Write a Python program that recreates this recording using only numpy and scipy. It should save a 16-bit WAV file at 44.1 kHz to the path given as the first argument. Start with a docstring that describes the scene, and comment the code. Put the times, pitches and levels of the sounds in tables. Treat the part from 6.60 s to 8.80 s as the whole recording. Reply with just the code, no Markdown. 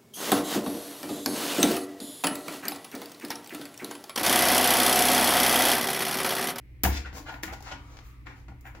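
"""A plastic pet door snaps and rattles against its frame as a cat paws at it, about a metre away.
Weaker knocks and scrapes of claws and pads follow, each one ringing the panel. The door around it
booms when weight lands on it, and plastic and pads squeak as they catch and slip. It all sits a little
to the left in a small hallway, over a low rumble, a hum and a faint hiss."""
import sys
import numpy as np
from scipy import signal
from scipy.fft import rfft, irfft, next_fast_len
from scipy.io import wavfile
from scipy.ndimage import uniform_filter1d

SR = 44100
rng = np.random.default_rng(int(sys.argv[2]) if len(sys.argv) > 2 else 0)


def master(y):
    """Save y as 16-bit WAV."""
    cut = np.clip(np.atleast_2d(y).T, -1, 1)
    pcm = np.round(cut * 32767)  # scale
    wavfile.write(sys.argv[1], SR, pcm.astype(np.int16))


N = 97020

# The five EQ points that voice a contact, in Hz: low, body, mid, treble, top.
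CONTACT_BANDS_HZ = (330, 750, 1750, 5000, 13000)
# Hits on the panel. Each row: start in seconds, then low, body, mid, treble and top levels in dB.
KNOCKS = [ (0.2349, 21, -15, 3.5, 5.5, 16), (0.2368, 19, -1.5, 6.5, -4, 17.5), (0.2399, 20, 7, 8, 8, -6),
          (0.2521, 13, 11, 10.5, -0.5, -5), (0.2711, 16, -7, -12, -7, -16), (0.2840, 19, 0, -19, -6, -22),
          (0.529, -5, -13, -18, -16, -36), (0.741, 4, -21, -3, -15, -63), (0.834, 5.5, -3.5, 3.5, 1.5, -1),
          (0.8410, 0, -5, 4, -30, -29), (0.9352, -4, -5, -7, -8.5, -22), (1.006, -23, -5, -33, -14.5, -24),
          (1.0254, 0, -11.5, -27, -12.5, -16.5), (1.1224, 4, -16, -5.5, -8, -31),
          (1.37, -17, -18.5, -16.5, -13.5, -35), (1.389, -15.5, -14, -15, -15, -40),
          (1.6687, -10, -10.5, -1, -21, -35), (1.8835, -12, -12.5, -17, -27, -42),
          (2.01, -12.5, -46, -56, -27, -21), (2.0546, -18, -7.5, -8.5, -33, -36),
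          (2.15, -9, -10.5, -12.5, -21, -32)]

def knocks():
    """The panel strikes its frame and claws strike the panel: a start and a force pulse for each hit."""
    blow = signal.unit_impulse(2048)
    return [(start, colour(blow, list(zip(CONTACT_BANDS_HZ, levels)))) for start, *levels in KNOCKS]


# Drags. Each row: start, swell and release in seconds, then low, body, mid, treble and top levels in dB.
SCRAPES = [ (0.246, 0.0018, 0.011, -12.5, -13.5, -13, -20, -16),
           (0.285, 0.088, 0.017, -50, -42, -25, -25, -41),
           (0.452, 0.0046, 0.038, -32.5, -31, -26, -39.5, -57),
           (0.524, 0.049, 0.039, -27.5, -28, -37.5, -33, -38.5),
           (0.646, 0.042, 0.04, -31, -28, -26, -37.5, -51.5),
           (0.709, 0.022, 0.056, -44, -25, -37.5, -48, -48),
           (0.827, 0.0029, 0.0097, -19.5, -41, -33, -36, -27.5),
           (0.869, 0.0082, 0.059, -29.5, -27.5, -24, -47.5, -70),
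           (0.918, 0.01, 0.018, -20, -23, -37.5, -34, -41),
           (1.020, 0.054, 0.09, -46, -30.5, -33.5, -36.5, -53.5),
           (1.106, 0.0096, 0.033, -23, -25, -27.5, -34, -52.5),
           (1.200, 0.13, 0.15, -40, -44, -50.5, -50.5, -62),
           (1.430, 0.017, 0.11, -67, -73, -48, -56.5, -51.5),
           (1.654, 0.009, 0.1, -31, -36, -33, -47.5, -60.5),
           (1.74, 0.03, 0.089, -54.5, -45.5, -53.5, -54, -59),
           (1.877, 0.0081, 0.034, -33, -38, -43.5, -55, -64.5),
           (1.911, 0.0089, 0.01, -29.5, -37, -53, -74, -71),
           (2.040, 0.027, 0.035, -34, -36.5, -32, -51, -46.5),
           (2.137, 0.027, 0.04, -27.5, -39.5, -44, -52.5, -59)]
SLIPS_PER_S, SLIP_SCATTER_DB, RUB_SHARE = 900, 3, 0.56

def scrapes():
    """The panel grinds in its frame and the paw drags over it: tiny uneven slips over a smooth rub."""
    t = np.arange(SR // 3) / SR
    forces = []
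    for start, swell, release, *levels in SCRAPES:
        slips = (rng.random(len(t)) < SLIPS_PER_S / SR) * rng.choice([-1, 1], len(t))
        slips = slips * undb(SLIP_SCATTER_DB * rng.standard_normal(len(t)))
        rub = rng.standard_normal(len(t))
        friction = np.sqrt(1 - RUB_SHARE) * slips / slips.std() + np.sqrt(RUB_SHARE) * rub
        pressure = np.interp(t, [0, swell, swell + release], [0, 1, 0])
        forces.append((start, colour(friction * pressure, list(zip(CONTACT_BANDS_HZ, levels)))))
    return forces


# The ring of the plastic. Each row: pitch in Hz, relative level in dB, time to fall 60 dB in seconds.
PANEL_MODES = [(278.8, 1.5, 0.7), (295.4, -7.5, 1), (331, -7, 0.3), (683, -3.5, 0.12), (783, 11, 0.093),
               (832, -11.5, 0.059), (956, -8, 0.66), (1438, 8, 0.24), (1518, -6, 0.23), (1668, 5, 0.067),
               (1808, 4.5, 0.076), (1930, 5.5, 0.078)]
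# The plastic's tone on every knock and scrape. Each row: frequency in Hz, gain in dB.
PANEL_EQ = [(40, -20), (110, -7), (180, -7), (250, -6), (325, 2), (400, -6), (490, -0.5), (570, -4),
            (700, -2), (900, 5.5), (1200, -0.5), (1700, 1), (2300, 2), (3200, -3.5), (5000, -3.5),
            (7300, -1.5), (8100, -12), (10500, -7), (13000, -8.5), (15300, -3), (16200, -12.5)]
CLICK_DB, RING_DB, CHATTER_DB, ROOM_DB = -8.5, -57.5, -4.5, -7
CHATTER_T60_S, RIGHT_LAG_S = 0.042, 0.00007

def panel(contacts):
    """Each contact gives a click and a ring, plus chatter and reflections that vary with the spot."""
    out, t = np.zeros((2, N)), np.arange(SR // 2) / SR
    click = np.sinc((t - np.array([[0], [RIGHT_LAG_S]])) * SR)
    direct = undb(CLICK_DB) * click + undb(RING_DB) * ring(PANEL_MODES, t)
    chatter_decay = fade(t[:4096], CHATTER_T60_S)
    for (start, force), reflections in zip(contacts, hallway(t)):
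        response = direct + undb(ROOM_DB) * reflections
        chatter = flatten(diffuse_noise(len(chatter_decay)) * chatter_decay)
        add(response, undb(CHATTER_DB) * chatter, 0)
        add(out, signal.fftconvolve(force[None], response, axes=1), start)
    return colour(out, PANEL_EQ)


# Weight landing on the door. Each row: start in seconds, level in dB.
THUMPS = [(0.236, -16), (0.52, -37.5), (0.846, -35.5), (1.118, -43.5), (1.881, -39)]
# The door's boom. Each row: pitch in Hz, relative level in dB, time to fall 60 dB in seconds.
DOOR_MODES = [(69.3, 0.5, 0.57), (56.95, -13.5, 0.85), (100, -6, 0.29), (120.5, 2, 0.11),
              (188.1, -3.5, 0.22), (223.6, -16, 0.28), (298, -16.5, 0.2), (337.4, -13.5, .2)]

def door(attack_s=0.019):
    """The whole door booms in its low modes when weight lands on it."""
    out, t = np.zeros(N), np.arange(SR) / SR
    boom = ring(DOOR_MODES, t) * (1 - np.exp(-t / attack_s))
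    for start, db in THUMPS:
        add(out, undb(db) * boom, start)
    return out


# Short squeaks. Each row: start, swell and release in seconds, pitch in Hz, glide in Hz per second,
# level in dB.
SQUEAKS = [ (0.251, .011, .006, 715, 0, -20.5), (0.268, .007, .008, 940, 0, -29),
           (0.447, .003, .013, 1430, 1500, -39), (0.590, .060, .040, 302, 0, -47),
           (0.682, .010, .065, 940, -2800, -42), (0.828, .008, .065, 322, 0, -41),
           (0.832, .002, .022, 1950, 0, -36), (1.114, .010, .035, 3000, 0, -44)]

def squeaks(jitter=0.07, wander_s=0.0012, octave_db=-15.5):
    """Plastic and pads stick and slip at a jittering rate: rough tones with a little hallway on them."""
    out, t = np.zeros((2, N)), np.arange(SR // 8) / SR
    spots = hallway(np.arange(SR // 2) / SR)
    for (start, swell, release, hz, glide, db), reflections in zip(SQUEAKS, spots):
        wander = np.interp(t / wander_s, np.arange(256), rng.standard_normal(256))
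        slip_hz = (hz + glide * t) * (1 + jitter * wander)
        phase = 2 * np.pi * np.cumsum(slip_hz) / SR
        envelope = np.interp(t, [0, swell, swell + release], [0, 1, 0])
        tone = undb(db) * envelope * (np.sin(phase) + undb(octave_db) * np.sin(2 * phase))
        add(out, tone, start)
        add(out, undb(ROOM_DB) * signal.fftconvolve(tone[None], reflections, axes=1), start)
    return out


# The hallway's tail. Each row: frequency in Hz, time to fall 60 dB in seconds.
HALLWAY_DECAY = [(150, 0.8), (700, 0.4), (2000, 0.39), (6000, 0.25), (14000, 0.24)]

def hallway(t, build_s=0.0073):
    """Yields diffuse reflections for one spot after another; they build fast and lose treble first."""
    spectrum, hz = rfft(diffuse_noise(2 * SR)), np.fft.rfftfreq(2 * SR, 1 / SR)
    centres, t60s = np.array(HALLWAY_DECAY).T
    band_gains = [curve_at(list(zip(centres, band)), hz) for band in np.eye(len(centres))]
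    bands = np.array([irfft(spectrum * gain) for gain in band_gains])
    envelopes = fade(t, t60s[:, None]) * (1 - np.exp(-t / build_s))
    while True:
        offset = rng.integers(SR)
        tails = bands[..., offset:offset + len(t)] * envelopes[:, None]
        yield flatten(tails.sum(axis=0))


# Stereo width of diffuse sound. Each row: frequency in Hz, likeness of left and right from 0 to 1.
STEREO_LIKENESS = [(60, 0.9), (250, 0.86), (600, 0.62), (1300, 0.033), (5000, 0.023)]

def diffuse_noise(n):
    """Stereo white noise, narrow in the bass and wide in the treble."""
    mid, side = rfft(rng.standard_normal((2, n)))
    likeness = curve_at(STEREO_LIKENESS, np.fft.rfftfreq(n, 1 / SR))
    mid, side = mid * np.sqrt((1 + likeness) / 2), side * np.sqrt((1 - likeness) / 2)
    return irfft(np.array([mid + side, mid - side]), n)


# The bed of rumble. Each row: frequency in Hz, gain on white noise in dB.
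RUMBLE_EQ = [(20, -30), (45, -24), (60, -28), (80, -27.5), (115, -30), (160, -44.5), (230, -43),
             (290, -38.5), (400, -52.5), (700, -61.5), (1400, -66), (2100, -51.5), (3300, -68.5),
             (5000, -72.5), (7000, -79), (15000, -74)]
# The hum. Each row: pitch in Hz, RMS level in dB.
HUM_TONES = [(59.5, -50.5), (123, -55)]
# The hiss's narrow tone. Each row: frequency in Hz, gain in dB.
HISS_EQ = [(700, -33.5), (1050, -2.5), (1250, 4), (1550, -14), (3000, -16), (12000, -28.5)]
# The fader ride on the hiss. Each row: time in seconds, gain in dB.
HISS_RIDE = [(1.08, -71), (1.2, -43.5), (1.55, -47), (1.68, -57)]

def background():
    """Steady low rumble and hum, with a faint hiss that swells and sinks back."""
    t = np.arange(N) / SR
    hum = sum(np.sqrt(2) * undb(db) * np.sin(2 * np.pi * (hz * t + rng.random())) for hz, db in HUM_TONES)
    hiss_db = np.interp(t, *np.array(HISS_RIDE).T)
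    hiss = colour(diffuse_noise(N), HISS_EQ) * undb(hiss_db)
    rumble = colour(diffuse_noise(N), RUMBLE_EQ)
    return rumble + hum + hiss


def undb(db):
    """Decibels to gain."""
    return 10 ** (np.asarray(db) / 20)


def curve_at(points, hz):
    """Read (Hz, value) points on a log-frequency axis."""
    point_hz, values = np.array(points, float).T
    return np.interp(np.log(np.maximum(hz, 1)), np.log(point_hz), values)


def colour(x, points):
    """Minimum-phase EQ through the given (Hz, dB) points."""
    n = next_fast_len(x.shape[-1] // 2 + 2048) * 2
    gain = undb(curve_at(points, np.fft.rfftfreq(n, 1 / SR)))
    cepstrum = irfft(np.log(gain), n)
    cepstrum[1:n // 2] *= 2  # folded forward, so nothing rings ahead of a hit
    cepstrum[n // 2 + 1:] = 0
    return irfft(rfft(x, n) * np.exp(rfft(cepstrum)), n)[..., :x.shape[-1]]


def flatten(burst, width_hz=70):
    """Level the broad chance peaks and dips in a noise burst's spectrum and scale it to unit energy."""
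    n = next_fast_len(burst.shape[-1] + 4096, True)
    spectrum = rfft(burst, n)
    power = uniform_filter1d(np.mean(np.abs(spectrum) ** 2, axis=0), size=int(width_hz * n / SR))
    flat = irfft(spectrum / np.sqrt(power + 1e-12), n)[:, :burst.shape[-1]]
    return flat / np.sqrt(np.mean(np.sum(flat ** 2, axis=-1)))


def fade(t, t60):
    """Exponential decay by 60 dB in t60 seconds."""
    return np.exp(-np.log(1000) * t / t60)


def ring(modes, t):
    """A struck body's modes, as a sum of fading sines."""
    return sum(undb(db) * np.sin(2 * np.pi * hz * t) * fade(t, t60) for hz, db, t60 in modes)


def add(out, x, start):
    """Mix x into out from a start time in seconds."""
    i = int(np.clip(start * SR, 0, N - 1))
    out[..., i:i + x.shape[-1]] += x[..., :N - i]


# Where the pet door sits in the stereo image. Each row: frequency in Hz, left minus right in dB.
PAN = [(60, 1.3), (250, 2), (600, 3.85), (1200, 2.37), (2000, 3.94), (6000, 3.44), (10000, -1)]

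def scene():
    """Panel, door and squeaks, a little to the left, over the background."""
    left, right = panel(knocks() + scrapes()) + door() + squeaks()
    left = colour(left, [(hz, db / 2) for hz, db in PAN])
    right = colour(right, [(hz, -db / 2) for hz, db in PAN])
    return np.array([left, right]) + background()


LOW_CUT_HZ, HIGH_CUT_HZ = 30, 16000

def record(dry):
    """A gentle low cut trims the deepest rumble and a steep high cut takes off the very top."""
    low_cut = signal.butter(2, LOW_CUT_HZ, "high", fs=SR, output="sos")
    high_cut = signal.ellip(10, .2, 80, HIGH_CUT_HZ, fs=SR, output="sos")
    return signal.sosfilt(high_cut, signal.sosfilt(low_cut, dry))


dry = scene()
out = record(dry)
master(out)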